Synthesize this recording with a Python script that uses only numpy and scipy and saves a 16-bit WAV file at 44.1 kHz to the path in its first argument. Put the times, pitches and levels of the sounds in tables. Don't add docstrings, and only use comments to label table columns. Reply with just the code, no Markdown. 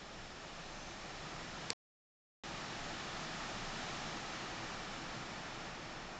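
import sys
import numpy as np
from scipy import signal
from scipy.fft import rfft, irfft, next_fast_len
from scipy.io import wavfile
from scipy.ndimage import uniform_filter1d, map_coordinates

SR = 44100
rng = np.random.default_rng(int(sys.argv[2]) if len(sys.argv) > 2 else 0)


def wav_record(signal):
    frames = np.transpose(np.atleast_2d(signal))
    bounded = np.clip(frames, -1, 1)
    quanta = np.round(bounded * 32767).astype(np.int16)
    wavfile.write(sys.argv[1], SR, quanta)


N = 272979


def amp(db):
    return 10 ** (np.asarray(db) / 20)


def unit(x):
    return x / np.sqrt(np.mean(x ** 2) + 1e-20)


def curve_gain(points, hz):
    points_hz, points_db = np.transpose(points)
    return amp(np.interp(np.log(hz + 1), np.log(points_hz + 1), points_db))


def time_s():
    return np.arange(N) / SR


def wobble(rate_hz):
    knots = rng.standard_normal(int(N * rate_hz / SR) + 4)
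    return map_coordinates(knots, [time_s() * rate_hz])


def bell(x, centre, sigma):
    return np.exp(-((x - centre) / sigma) ** 2 / 2)


def filtered(x, response):
    size = next_fast_len(N + SR // 2)
    hz = np.fft.rfftfreq(size, 1 / SR)
    return irfft(rfft(x, size) * response(hz), size)[:N]


def rush(spectrum, patchy_db):
    bins = signal.stft(rng.standard_normal(N), nperseg=512)[2]
    patches = uniform_filter1d(rng.standard_normal(bins.shape), size=6, axis=0)
    patches = uniform_filter1d(patches, size=20, axis=1)
    noise = signal.istft(bins * amp(patchy_db * unit(patches)), nperseg=512)[1][:N]
    return unit(filtered(noise, lambda hz: curve_gain(spectrum, hz)))


def gust_db(swell_db, release_s, attack_s=3.98, peak_s=3.795, roundness=1.56):
    since_s = time_s() - peak_s
    away = np.abs(since_s / np.where(since_s < 0, attack_s, release_s))
    return -swell_db * away ** roundness


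def puff(at_s=1.33, sigma_s=0.11):
    return bell(time_s(), at_s, sigma_s)


# f/Hz, relative density/dB
BOUGH_SPECTRUM = [(60, -25), (80, -13.5), (100, -1), (165, 1), (240, -1), (275, -4), (335, -3.5), (450, -8),
                  (900, -27)]

def boughs(flutter):
    level_db = -53 + gust_db(swell_db=9, release_s=3.6) + 2 * puff() + 0.43 * flutter
    return amp(level_db) * rush(BOUGH_SPECTRUM, patchy_db=0.3)


# f/Hz, relative density/dB
CROWN_SPECTRUM = [(150, -24.5), (330, -2), (480, -6), (750, 1), (1250, -1), (1780, -2.5), (2050, -5.5),
                  (2500, -6.5), (4000, -16.5), (7500, -34.5)]

def crowns(flutter):
    level_db = -47 + gust_db(swell_db=9, release_s=4.04) + 1.2 * puff() + 0.16 * flutter
    return amp(level_db) * rush(CROWN_SPECTRUM, patchy_db=0.28)


# f/Hz, relative density/dB
NEEDLE_SPECTRUM = [(300, -25.5), (1200, -0.5), (2500, 0.5), (3600, 1.5), (4600, 0), (5400, -1.5),
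                   (6400, -3.5), (7300, -5.5), (9000, -7)]

def needles(flutter):
    level_db = -48 + gust_db(swell_db=8, release_s=2.5) + 0.15 * flutter
    return amp(level_db) * rush(NEEDLE_SPECTRUM, patchy_db=0.5)


# f/Hz, width/Hz, lift/dB
ROOM_MODES = [(122, 12, 2), (160, 12, 5), (195.6, 16, 2), (241.3, 14, 2), (334, 8.4, 6.5)]

def open_window(x, bounce_gain=0.17, delay_s=0.00182, phase_rad=2.1, cutoff_hz=3000):
    def response(hz):
        bounce = bounce_gain * np.exp(1j * (phase_rad - 2 * np.pi * hz * delay_s))
        lowpass = 1 / (1 + (hz / cutoff_hz) ** 4)
        room_db = sum(db / (1 + (2 * (hz - centre) / width) ** 2) for centre, width, db in ROOM_MODES)
        return (1 + bounce * lowpass) * amp(room_db)
    return filtered(x, response)


# f/Hz, relative density/dB
RUMBLE_SPECTRUM = [(8, -15), (17, -2.5), (23, 4), (29, -0.5), (36, -12), (42, -10.5), (51, -8), (63, -6),
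                   (75, -16), (100, -12.5), (200, -41)]

def rumble():
    level_db = -57 + gust_db(swell_db=1.5, release_s=4.4)
    return amp(level_db) * rush(RUMBLE_SPECTRUM, patchy_db=0.3)


# f/Hz, relative density/dB
FAR_AIR_SPECTRUM = [(150, -14.5), (300, -0.5), (420, -0.5), (600, 2), (850, -6), (1500, -17.5),
                    (4000, -25.5)]

def far_air():
    level_db = -57.5 + 3 * puff()
    return amp(level_db) * rush(FAR_AIR_SPECTRUM, patchy_db=0.5)


def whine(hz=5356.8, rms_db=-67, rise_db=3, attack_s=1.4):
    level_db = rms_db - rise_db * np.clip(1 - time_s() / attack_s, 0, 1)
    return amp(level_db) * np.sqrt(2) * np.sin(2 * np.pi * hz * time_s())


def sizzle(at_s=0.84, sigma_s=0.12, centre_hz=6200, sigma_hz=150, level_db=-64):
    band = unit(filtered(rng.standard_normal(N), lambda hz: bell(hz, centre_hz, sigma_hz)))
    return amp(level_db) * band * bell(time_s(), at_s, sigma_s)


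# f/Hz, width/Hz, gain/dB
SHELL_MODES = [(420, 420, -2), (2170, 520, -4), (3280, 270, -12), (4530, 750, 3), (7820, 750, 2.5)]

def click(at_s=1.704, impulse_db=2, rattle_t60_s=0.018, knock_hz=480, knock_t60_s=0.053):
    def shell(hz):
        return sum(amp(db) * 1j * hz * width / (centre ** 2 - hz ** 2 + 1j * hz * width)
                   for centre, width, db in SHELL_MODES)
    start = round(at_s * SR)
    age_s = np.arange(N - start) / SR
    impulse = amp(impulse_db) * (np.arange(N) == start)
    rattle = amp(-29 - 60 * age_s / rattle_t60_s) * rng.standard_normal(len(age_s))
    knock = amp(-39 - 60 * age_s / knock_t60_s) * np.sin(2 * np.pi * knock_hz * age_s)
    return filtered(impulse, shell) + np.pad(rattle + knock, (start, 0))


def scene():
    flutter = wobble(rate_hz=12)
    trees = boughs(flutter) + crowns(flutter) + needles(flutter)
    mono = open_window(trees) + rumble() + far_air() + whine() + sizzle() + click()
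    return np.array([mono, mono])


# f/Hz, gain/dB
TREBLE_ROLLOFF = [(7300, 0), (7600, -5), (8000, -16.5), (8450, -16), (8800, -24.5), (9100, -44)]

def record(dry):
    mute_from_s, mute_to_s, top_hz = 1.7325, 2.4362, 9050
    live = (time_s() < mute_from_s) | (time_s() > mute_to_s)
    lowpass = lambda hz: curve_gain(TREBLE_ROLLOFF, hz) * (hz < top_hz)
    return np.array([filtered(channel * live, lowpass) for channel in dry])


dry = scene()
out = record(dry)
wav_record(out)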